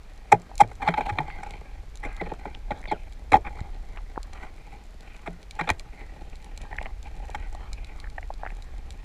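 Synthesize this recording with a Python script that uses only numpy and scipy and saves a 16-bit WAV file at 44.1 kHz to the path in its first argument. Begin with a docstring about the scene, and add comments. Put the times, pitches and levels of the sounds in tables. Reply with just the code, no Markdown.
"""A hand knocks and rubs a waterproof camera housing under water, heard from inside it: contacts
excite damped resonances of mount, shell, walls and window, and the grip thumps and squeaks.
Small bubbles pop close by as short sinking tones; shrimp snap in the growth on a piling as
pulses through resonances, echoed by the surface. Behind lie rumble and hiss as shaped noise."""
import sys
import numpy as np
from scipy import signal
from scipy.fft import rfft, irfft, next_fast_len
from scipy.io import wavfile
from scipy.ndimage import uniform_filter1d

SR = 44100
rng = np.random.default_rng(int(sys.argv[2]) if len(sys.argv) > 2 else 0)


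def generate_wav(sig):
    """Save sig (samples, or channels by samples) to the path in sys.argv[1] as 16-bit PCM at SR."""
    pcm = np.round(np.clip(np.atleast_2d(sig).T, -1, 1) * 32767).astype(np.int16)
    wavfile.write(sys.argv[1], SR, pcm)


N = 398663
T = np.arange(N) / SR
EVENT_T = np.arange(SR // 4) / SR  # time axis of one short event
SNAP_T = EVENT_T[:2000]


def from_db(db):
    """Level law: decibels become an amplitude ratio."""
    return 10 ** (np.asarray(db) / 20)


def rms_one(x):
    """Power normalization: scale to rms 1."""
    return x / np.sqrt(np.mean(x ** 2) + 1e-20)


def peak_one(x):
    """Peak normalization: scale to peak 1."""
    return x / (np.abs(x).max() + 1e-12)


def burst_one(x):
    """Short-time power normalization: the loudest five milliseconds get rms 1."""
    power = uniform_filter1d(x ** 2, size=220)
    return x / np.sqrt(power.max() + 1e-20)


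def add(out, s, sound):
    """Superposition: mix a sound in at a time in seconds."""
    i = max(int(s * SR), 0)
    out[i:i + len(sound)] += sound[:max(N - i, 0)]


def cut(x, hz, kind, order=2):
    """Butterworth filtering: low-pass or high-pass."""
    sos = signal.butter(order, min(hz, 0.45 * SR), kind, fs=SR, output="sos")
    return signal.sosfilt(sos, x)


def drift(rate):
    """Random modulation: straight lines between chance values, rate per second, rms 1."""
    knots = rng.standard_normal(4000)
    return rms_one(np.interp(T * rate, np.arange(len(knots)), knots))


def resonate(force, modes):
    """Modal superposition: parallel damped resonances with alternating signs."""
    out = 0
    for k, (hz, width, db) in enumerate(modes):
        r = np.exp(-np.pi * width / SR)
        poles = [1, -2 * r * np.cos(2 * np.pi * hz / SR), r * r]
        gain = (-1) ** k * from_db(db) * (1 - r * r) / 2
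        out = out + gain * signal.lfilter([1, 0, -1], poles, force + 1e-18)
    return out


def coloured_noise(spectrum):
    """Spectral shaping: steady noise with a given spectrum, rms 1."""
    hz, db = np.transpose(spectrum)
    size = next_fast_len(N)
    bins = np.maximum(np.fft.rfftfreq(size, 1 / SR), 1)
    gain = from_db(np.interp(np.log(bins), np.log(hz), db, left=-90, right=-90))
    return rms_one(irfft(rfft(rng.standard_normal(size)) * gain, size)[:N])


def friction(count, grain_db):
    """Dry friction: a stream of tiny slips of uneven size."""
    return rng.standard_normal(count) * from_db(grain_db * rng.standard_normal(count))


def swell(rise):
    """Transient loading: a smooth rise to 1 at the rise time in seconds, then a decay."""
    return (EVENT_T / rise * np.exp(1 - EVENT_T / rise)) ** 2


# Resonances of the thin walls. Each row: pitch in Hz, width in Hz, relative level in dB.
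WALL_MODES = [(949, 23, 0.5), (1120, 240, 3.5), (1513, 146, 0), (1600, 61, 1.5), (1880, 92, 3),
              (2072, 178, 2.5), (2396, 201, 2.5), (3150, 79, -9), (3650, 800, -12), (4230, 210, -15)]


def walls(force, top_hz):
    """Plate resonance: the thin walls ring between the shell note and an upper limit."""
    ringing = cut(resonate(force, WALL_MODES), top_hz, "low", order=4)
    return cut(ringing, 960, "high")


# Knocks on the housing. Each row: start in seconds, time to full force in seconds, then levels
# in dB before the overall trims: scuff of the walls, mount thud, shell ring, grit in the window.
KNOCKS = [(0.3164, 0.0039, -25, -50, -25, -44), (0.319, 0.0035, -20, -17.5, -20, -30),
          (0.322, 0.0038, -18.5, -23, -4, -56), (0.339, 0.0043, -38, -32, -22.5, -61),
          (0.595, 0.0054, -37.5, -45, -29, -50.5), (0.602, 0.0055, -20.5, -28, -9, -33),
          (0.612, 0.0026, -26, -25, -8.5, -46.5), (0.63, 0.0055, -37.5, -38.5, -33.5, -66.5),
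          (0.713, 0.003, -45.5, -45, -41, -62), (0.82, 0.0063, -34, -38.5, -32, -58),
          (0.875, 0.0033, -26.5, -39, -14.5, -54), (0.883, 0.0038, -20.5, -24, -29, -49),
          (0.938, 0.0029, -29, -48, -26.5, -69), (0.975, 0.0066, -34.5, -28, -20.5, -75),
          (1.007, 0.0022, -30.5, -32.5, -23, -58), (1.089, 0.0074, -31, -39.5, -25, -54.5),
          (1.185, 0.0019, -21.5, -30.5, -22.5, -64), (1.203, 0.0038, -56, -40, -23, -74),
          (1.431, 0.0032, -40, -49, -32, -51.5), (2.029, 0.0088, -37.5, -44, -37.5, -58),
          (2.046, 0.0075, -37, -34.5, -44, -55.5), (2.209, 0.0043, -33.5, -28, -31, -62),
          (2.255, 0.0085, -42, -37.5, -50, -71), (2.316, 0.0028, -50, -29, -30.5, -76),
          (2.453, 0.0034, -42, -34, -32.5, -78), (2.706, 0.0022, -34, -27.5, -26, -61),
          (2.712, 0.0055, -34.5, -34, -28.5, -65), (2.913, 0.0032, -31.5, -26.5, -24.5, -52),
          (2.92, 0.0043, -39, -30, -23, -76), (3.318, 0.0032, -22.5, -21.5, -26, -42),
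          (3.33, 0.0026, -17.5, -30.5, -24, -47), (3.339, 0.0033, -23.5, -20, -5, -51),
          (3.353, 0.0028, -28, -30, -13, -60), (3.365, 0.0041, -45.5, -32.5, -19.5, -58.5),
          (3.444, 0.0097, -39, -44, -39, -74), (3.461, 0.0096, -35.5, -46, -39, -78),
          (5.257, 0.01, -39, -45, -41, -61), (5.274, 0.0017, -36.5, -30, -36, -68),
          (5.588, 0.0076, -26.5, -37, -27, -53), (5.608, 0.0037, -25.5, -32, -26.5, -52),
          (5.672, 0.0053, -33.5, -34, -33, -61), (5.69, 0.0019, -21.5, -34, -25, -58),
          (5.6993, 0.0018, -18, -28.5, -19, -57), (7.345, 0.0045, -33, -42, -29, -49.5)]
# Resonances of mount, shell and window. Each row: pitch in Hz, width in Hz, relative level in dB.
MOUNT_MODES = [(112.6, 37, 1.5), (173, 51, 4), (229, 65, 2.5), (343, 108, 0), (428, 52, 3),
               (634, 207, -0.5)]
SHELL_MODES = [(765, 70, -5), (840, 60, 0)]
WINDOW_MODES = [(5570, 410, 2.5), (6180, 140, 4.5), (7210, 380, 3), (7950, 270, 2.5), (9430, 440, -1),
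                (12200, 1200, -15.5), (14300, 730, -31.5)]
SHELL_HZ = 828


def knocks(rough=0.41, linger=0.14, linger_s=0.014, settle=0.14, settle_s=0.032,
           sharp_hz=4500, scuff_db=0.5, thud_db=0, ring_db=0, grit_db=0):
    """Impact excitation: each contact is a short skid that rings the shell and other parts."""
    out = np.zeros(N)
    for s, rise, scuff, thud, ring, grit in KNOCKS:
        slips = friction(len(EVENT_T), grain_db=1)
        skid = slips * (swell(0.87 * rise) + linger * np.exp(-EVENT_T / linger_s))
        shove = slips * (swell(1.44 * rise) + settle * np.exp(-EVENT_T / settle_s))

        note_hz = SHELL_HZ * (1 + 0.0069 * rng.standard_normal())
        note = np.sin(2 * np.pi * note_hz * EVENT_T)
        # the note needs a few cycles to build up
        clear_ring = burst_one(swell(1.02 * rise) ** 0.75 * note)
        shell = clear_ring + rough * burst_one(resonate(skid, SHELL_MODES))

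        body = cut(cut(resonate(shove, MOUNT_MODES), 1000, "low"), 230, "high")
        top_hz = sharp_hz * (0.0053 / rise) ** 0.71  # slow contacts are duller
        window = cut(resonate(skid, WINDOW_MODES), 4200, "high")

        knock = from_db(ring + ring_db) * burst_one(shell)
        knock += from_db(thud + thud_db) * burst_one(body)
        knock += from_db(scuff + scuff_db) * burst_one(walls(skid, top_hz))
        knock += from_db(grit + grit_db) * burst_one(window)
        add(out, s, knock)
    return out


# Soft bumps of the mount. Each row: start in seconds, peak in dB, pitch in Hz, and the time in
# seconds in which the swing decays by 60 dB.
BUMPS = [(0.332, -27, 173, 0.21), (0.325, -26, 113, 0.16), (0.622, -32, 109, 0.28),
         (0.886, -21.5, 169.3, .15), (1.118, -25.5, 94, 0.12), (1.191, -27.5, 148.5, 0.2),
         (2.22, -32, 176, 0.18), (2.713, -33, 98, 0.04), (3.329, -23, 83.5, 0.13),
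         (3.613, -20.5, 78, 0.015), (5.287, -37, 173, 0.35), (5.61, -30, 165, 0.17),
         (5.708, -24, 83, 0.075)]


def bumps():
    """Damped oscillation: the springy mount swings and dies away exponentially."""
    out = np.zeros(N)
    for s, db, hz, t60 in BUMPS:
        onset = 1 - np.exp(-2 * hz * EVENT_T)
        swing = np.sin(2 * np.pi * hz * EVENT_T) * from_db(-60 * EVENT_T / t60) * onset
        add(out, s, from_db(db) * peak_one(swing))
    return out


# Strokes of the grip on the case. Each row: start in seconds, length in seconds, level in dB
# before the overall trims, shell ring relative to that level in dB.
STROKES = [(0.798, 0.3, -42.5, 9), (1.104, 0.13, -50.5, 13.5), (1.248, .33, -47, 2),
           (2.016, 0.32, -50.5, 2.5), (2.375, 0.16, -54, 3.5), (2.65, 0.33, -60, 5.5),
           (3.446, 0.25, -55, 6.5), (3.908, 0.086, -53, -2), (4.321, .16, -47, -3), (4.625, 0.21, -58, 2.5),
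           (4.999, 0.3, -54, -6), (5.521, 0.17, -50.5, 1.5), (6.107, 0.15, -59.5, 5),
           (6.646, 0.25, -53.5, 2.5), (7.04, 0.044, -50, 4), (7.224, 0.25, -53, -1.5),
           (7.553, 0.11, -54.5, 3), (8.456, 0.32, -60, -7)]
# the resting grip in shell and walls, and its random swing
REST_SHELL_DB, REST_WALL_DB, REST_SWING_DB = -60, -61, 3
# the mount's level at rest, and its dB per dB of the shell's rise above rest
REST_MOUNT_DB, MOUNT_FOLLOWS = -55.5, 0.42
STROKE_ATTACK_S, STROKE_RELEASE_S = 0.021, 0.016


def grip():
    """Power addition: strokes build on the resting grip; returns mount, shell and wall strength."""
    rest = from_db(REST_SWING_DB * drift(13))
    shell_power = (rest * from_db(REST_SHELL_DB)) ** 2
    wall_power = (rest * from_db(REST_WALL_DB)) ** 2
    for start, length, db, ring_db in STROKES:
        attack = np.clip((T - start) / STROKE_ATTACK_S, 0, 1)
        release = np.exp(-np.maximum(T - start - length, 0) / STROKE_RELEASE_S)
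        push = from_db(db) * attack * release
        wall_power = wall_power + push ** 2
        shell_power = shell_power + (push * from_db(ring_db)) ** 2
    shell, wall = np.sqrt(shell_power), np.sqrt(wall_power)
    mount = from_db(REST_MOUNT_DB) * (shell / from_db(REST_SHELL_DB)) ** MOUNT_FOLLOWS
    return mount, shell, wall


def rubbing(shell_db=-1, wall_db=-1, mount_db=-1, edge_db=-11, grit_db=-25, judder_db=4, shift_db=4):
    """Friction excitation: the sliding grip feeds juddering slips into the same resonances."""
    mount, shell, wall = grip()
    slips = friction(N, grain_db=4) * from_db(judder_db * drift(160))
    # as the contact point moves, each wall resonance takes a changing share
    moving = np.zeros(N)
    for k, mode in enumerate(WALL_MODES):
        share = from_db(shift_db * drift(9))
        moving += (-1) ** k * resonate(slips, [mode]) * share
    wall_ring = cut(cut(moving, 1050, "high", order=3), 4600, "low", order=4)
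    edge = cut(cut(slips, 4170, "low", order=8), 1298, "high")
    high = from_db(wall_db) * rms_one(wall_ring)
    high += from_db(edge_db) * rms_one(edge)
    high += from_db(grit_db) * rms_one(resonate(slips, WINDOW_MODES))
    middle = from_db(shell_db) * rms_one(resonate(slips, SHELL_MODES))
    low = from_db(mount_db) * rms_one(cut(resonate(slips, MOUNT_MODES), 550, "low"))
    return mount * low + shell * middle + wall * high


# Squeaks of the grip. Each row: start in seconds, length in seconds (played for a quarter second
# at most), start pitch in Hz, end pitch in Hz, rms level in dB, roughness from 0 to just above 1.
SQUEAKS = [(2.025, 0.044, 1976, 2165, -41.5, 0.75), (2.051, 0.18, 2070, 2050, -56, 0.75),
           (2.022, 0.26, 1650, 1605, -59, 0.4), (2.197, 0.014, 2040, 1970, -36, 0.4),
           (2.869, 0.061, 2420, 1970, -46.5, 0.7), (2.871, 0.06, 3650, 2940, -53, 1.1),
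           (2.876, 0.05, 4450, 3970, -52, 1.2), (2.915, 0.04, 3650, 2640, -55, 0.9),
           (2.923, 0.05, 1650, 1300, -53.5, 0.5)]


def squeaks(wander_hz=110, flutter_db=5.9):
    """Stick-slip: rubber squeaks at a gliding pitch; roughness sways its pitch and strength."""
    out = np.zeros(N)
    for s, length, start_hz, end_hz, db, rough in SQUEAKS:
        count = min(int(length * SR), len(EVENT_T))
        wander, flutter = (rms_one(cut(rng.standard_normal(len(EVENT_T)), 180, "low"))[-count:]
                           for _ in range(2))
        hz = np.linspace(start_hz, end_hz, count) + rough * wander_hz * wander
        strength = from_db(flutter_db * rough * flutter) * signal.windows.tukey(count, 0.5)
        tone = np.sin(2 * np.pi * np.cumsum(hz) / SR) * strength
        add(out, s, from_db(db) * rms_one(tone))
    return out


def bubble(hz, rise, sag=0.042, rough=0.88, shell_share=0.1):
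    """Bubble resonance: a quick swell rings out at a sinking pitch, nudging the shell; peak 1."""
    rise = max(rise, 0.0005)
    pitch_hz = hz * (1 + sag * (2 * np.exp(-EVENT_T / rise / 2) - 1))
    ring = np.sin(2 * np.pi * np.cumsum(pitch_hz) / SR) * swell(rise)
    # its wobbling skin blurs the note
    shaking = rng.standard_normal(len(EVENT_T)) * swell(1.17 * rise)
    wobble = resonate(shaking, [(hz, 0.5 * hz, 0)])
    shell = peak_one(resonate(wobble, SHELL_MODES))
    pop = ring + rough * peak_one(wobble) + shell_share * shell
    return peak_one(cut(pop, 1.22 * hz, "low", order=4))


# Pops of a small bubble and a larger partner. Each row: start in seconds, swell time in seconds
# (at least half a millisecond is played), small bubble's pitch in Hz, then the small bubble's
# peak and the partner's peak, both in dB before the overall trims.
POPS = [(0.5143, 0.0011, 1800, -50, -32), (1.3015, 0.0005, 2070, -24.5, -55),
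        (2.339, 0.001, 1390, -38, -39), (2.5492, .00053, 3200, -27, -46), (2.84, 0.00065, 2140, -31, -42),
        (2.855, 0.00095, 2020, -26.5, -44), (3.9731, 0.00076, 2260, -29.5, -36),
        (4.1585, 0.0014, 1680, -36, -34), (4.1763, 0.00065, 1300, -27, -16.5),
        (6.7274, 0.0017, 1880, -28, -27.5), (6.756, .0014, 1620, -35, -48),
        (6.7854, .00035, 2000, -15.5, -33), (6.813, 0.00097, 2300, -29.5, -24.5),
        (6.8574, .0011, 2070, -25.5, -31), (6.865, .00048, 2140, -28.5, -33),
        (7.2948, 0.0013, 1890, -58, -29), (7.548, 0.0013, 1905, -49.5, -30),
        (8.041, 0.0012, 1770, -35, -38), (8.18, .002, 1860, -26, -24.5), (8.228, 0.0014, 2060, -31.5, -37),
        (8.3024, 0.0022, 1880, -53, -21), (8.433, 0.00094, 1520, -29.5, -21),
        (8.4503, 0.0015, 1790, -34, -31), (8.4632, 0.00093, 1650, -23, -27.5),
        (8.473, .00055, 1940, -27, -48), (8.5033, 0.00096, 2180, -32.5, -41)]
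PARTNER_HZ = 808


def pops(level_db=-1, partner_db=-1, stray_db=-14, stray_s=0.0057, stray_pitch_db=0.81):
    """Paired resonators: bubbles pop in twos, each with a weaker one some milliseconds away."""
    out = np.zeros(N)
    for s, rise, small_hz, small_peak, partner_peak in POPS:
        pair = (small_hz, small_peak + level_db), (PARTNER_HZ, partner_peak + partner_db)
        for hz, db in pair:
            lag, size = rng.standard_normal(2)
            stray_hz = hz * from_db(stray_pitch_db * size)
            add(out, s, from_db(db) * bubble(hz, rise))
            add(out, s + stray_s * lag, from_db(db + stray_db) * bubble(stray_hz, rise))
    return out


# Flurries of faint bubbles. Each row: start in seconds, length in seconds.
FLURRIES = [(2.78, 0.13), (3.537, 0.088), (3.96, 0.03), (6.652, .18), (8.043, 0.034)]


def flurries(peak_db=-38, spread_db=2.5, low_hz=680, high_hz=2300, rise_s=0.00088, count=4):
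    """Random succession: a few faint bubbles of chance pitch follow each other unevenly."""
    out = np.zeros(N)
    for start, length in FLURRIES:
        for k, (when, size) in enumerate(rng.random((count, 2))):
            pop = bubble(low_hz * (high_hz / low_hz) ** size, rise_s)
            level = from_db(peak_db + spread_db * rng.standard_normal())
            add(out, start + length * (k + when) / count, level * pop)
    return out


# Resonances that a snap wakes through the water. Each row: pitch in Hz, width in Hz, relative
# level in dB before the snap's own pitch favours its neighbours.
SNAP_MODES = [(801, 170, -0.5), (2293, 124, 10), (3290, 630, 2.5), (4050, 470, 6.5), (5330, 730, -2.5),
              (6000, 400, 1.5), (7400, 690, 2.5), (9820, 660, -2), (11900, 1900, -14), (14700, 790, -21)]


def snap(hz, focus_db=5, scatter=0.15, scatter_s=0.0018):
    """Cavitation: a collapsing cavity gives a pulse, scattered by the growth around it; peak 1."""
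    tail = scatter * rng.standard_normal(len(SNAP_T)) * np.exp(-SNAP_T / scatter_s)
    pulse = (SNAP_T == 0) + tail
    # resonances lose focus_db per octave away from the snap's pitch
    modes = [(f, width, level - focus_db * abs(np.log2(f / hz))) for f, width, level in SNAP_MODES]
    return peak_one(resonate(pulse, modes))


# The nearest shrimp snaps. Each row: start in seconds, peak in dB, favoured pitch in Hz.
SNAPS = [(0.418, -43, 7400), (0.555, -35, 7200), (0.5795, -23, 7250), (0.591, -34, 3170),
         (0.6764, -42.5, 5430), (1.508, -32.5, 3880), (1.956, -33, 4680), (1.973, -35, 4800),
         (2.166, -35, 4180), (3.1238, -38.5, 3620), (3.6057, -35.5, 4060), (4.2304, -29, 4970),
         (4.3331, -35, 3740), (5.0073, -38.5, 4300), (5.1655, -39, 4030), (5.4295, -35, 3720),
         (5.5096, -27, 4190), (5.691, -19.5, 3310), (5.7021, -11.5, 3400), (5.796, -26.5, 3870),
         (6.356, -38.5, 4190), (6.4445, -38, 7850), (6.576, -27, 4100), (6.6163, -33.5, 3860),
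         (6.766, -38, 4250), (6.8274, -35, 3840), (7.0284, -34, 4180), (7.3018, -38, 4300),
         (7.528, -40, 7450), (7.5493, -38.5, 4120), (7.7311, -26, 4200), (7.8458, -32, 3300),
         (8.001, -31, 4220), (8.1, -38.5, 3340), (8.3392, -35, 4100), (8.623, -35, 4260),
         (8.906, -28.5, 2420)]


def near_snaps(stray_db=-49, stray_range_db=7, low_hz=3400, high_hz=7800, count=36):
    """Impulsive sources: the nearest shrimp, and weaker neighbours snapping at random."""
    out = np.zeros(N)
    for s, db, hz in SNAPS:
        add(out, s, from_db(db) * snap(hz))
    for when, size, colour in rng.random((count, 3)):
        hz = low_hz * (high_hz / low_hz) ** colour
        add(out, when * N / SR, from_db(stray_db + stray_range_db * size) * snap(hz))
    return out


def far_snaps(per_s=170, spread_db=7, level_db=-73):
    """Random pulse train: many distant shrimp make a fine crackle."""
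    sizes = from_db(spread_db * np.minimum(rng.exponential(1, N), 3))
    signs = rng.choice([-1, 1], N)
    pulses = sizes * signs * (rng.random(N) < per_s / SR)
    return from_db(level_db) * rms_one(cut(resonate(pulses, SNAP_MODES), 3500, "high"))


def surface_echo(x, delay_s=0.0076, echo_db=-17, scatter_s=0.0044):
    """Diffuse reflection: the rippled surface returns a delayed, smeared copy."""
    smear = rng.standard_normal(len(SNAP_T)) * np.exp(-SNAP_T / scatter_s)
    echo = signal.fftconvolve(x, smear / np.linalg.norm(smear))
    out = x.copy()
    add(out, delay_s, from_db(echo_db) * echo)
    return out


# Water pushing on the case. Each row: time in seconds, level in dB before the overall trim.
FLOW = [(0.0, -40), (0.43, -43.5), (0.6, -36.5), (1.85, -37), (2.0, -34), (3.22, -36.5), (3.35, -33),
        (4.1, -36.5), (4.86, -42), (5.5, -40.5), (5.71, -37), (5.96, -40), (6.77, -34.5), (7.58, -32.5),
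        (9.04, -35.5)]
# Spectrum of the rumble. Each row: frequency in Hz, relative level in dB per Hz before evening out.
RUMBLE_SPECTRUM = [(6, -12), (14, -3), (25, -2), (37, 0), (50, -6), (65, -10), (80, -15), (110, -24),
                   (200, -38), (400, -52)]


def rumble(level_db=-1.5, evenness=0.24):
    """Flow noise: slow pressure swings of the water, partly evened out, follow the flow."""
    flow_db = np.interp(T, *np.transpose(FLOW))
    eddies = coloured_noise(RUMBLE_SPECTRUM)
    local_power = uniform_filter1d(eddies ** 2, size=12000)
    return from_db(flow_db + level_db) * rms_one(eddies / local_power ** (evenness / 2))


# Spectrum of the far sea hiss. Each row: frequency in Hz, relative level in dB per Hz.
SEA_SPECTRUM = [(100, -8), (300, -10), (550, -11.5), (1200, -11.5), (2300, -12), (2900, -17), (4200, -17),
                (4800, -19.5), (7500, -24.5), (8700, -29), (9700, -29.5), (11000, -30), (13000, -33.5),
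                (15000, -36.5)]


def sea_hiss(level_db=-60):
    """Ambient noise: the far sea is a steady shaped hiss."""
    return from_db(level_db) * coloured_noise(SEA_SPECTRUM)


def scene():
    """Superposition: housing, bubbles and shrimp over the rumble and hiss of the sea."""
    housing = knocks() + bumps() + rubbing() + squeaks()
    bubbles = pops() + flurries()
    shrimp = surface_echo(near_snaps() + far_snaps())
    return (housing + bubbles + shrimp + rumble() + sea_hiss())[None]


def record(dry):
    """Clipping and band limiting: peaks stop at full scale, then a steep low-pass cuts the top."""
    return cut(np.clip(dry, -1, 1), 15400, "low", order=16)


dry = scene()
out = record(dry)
generate_wav(out)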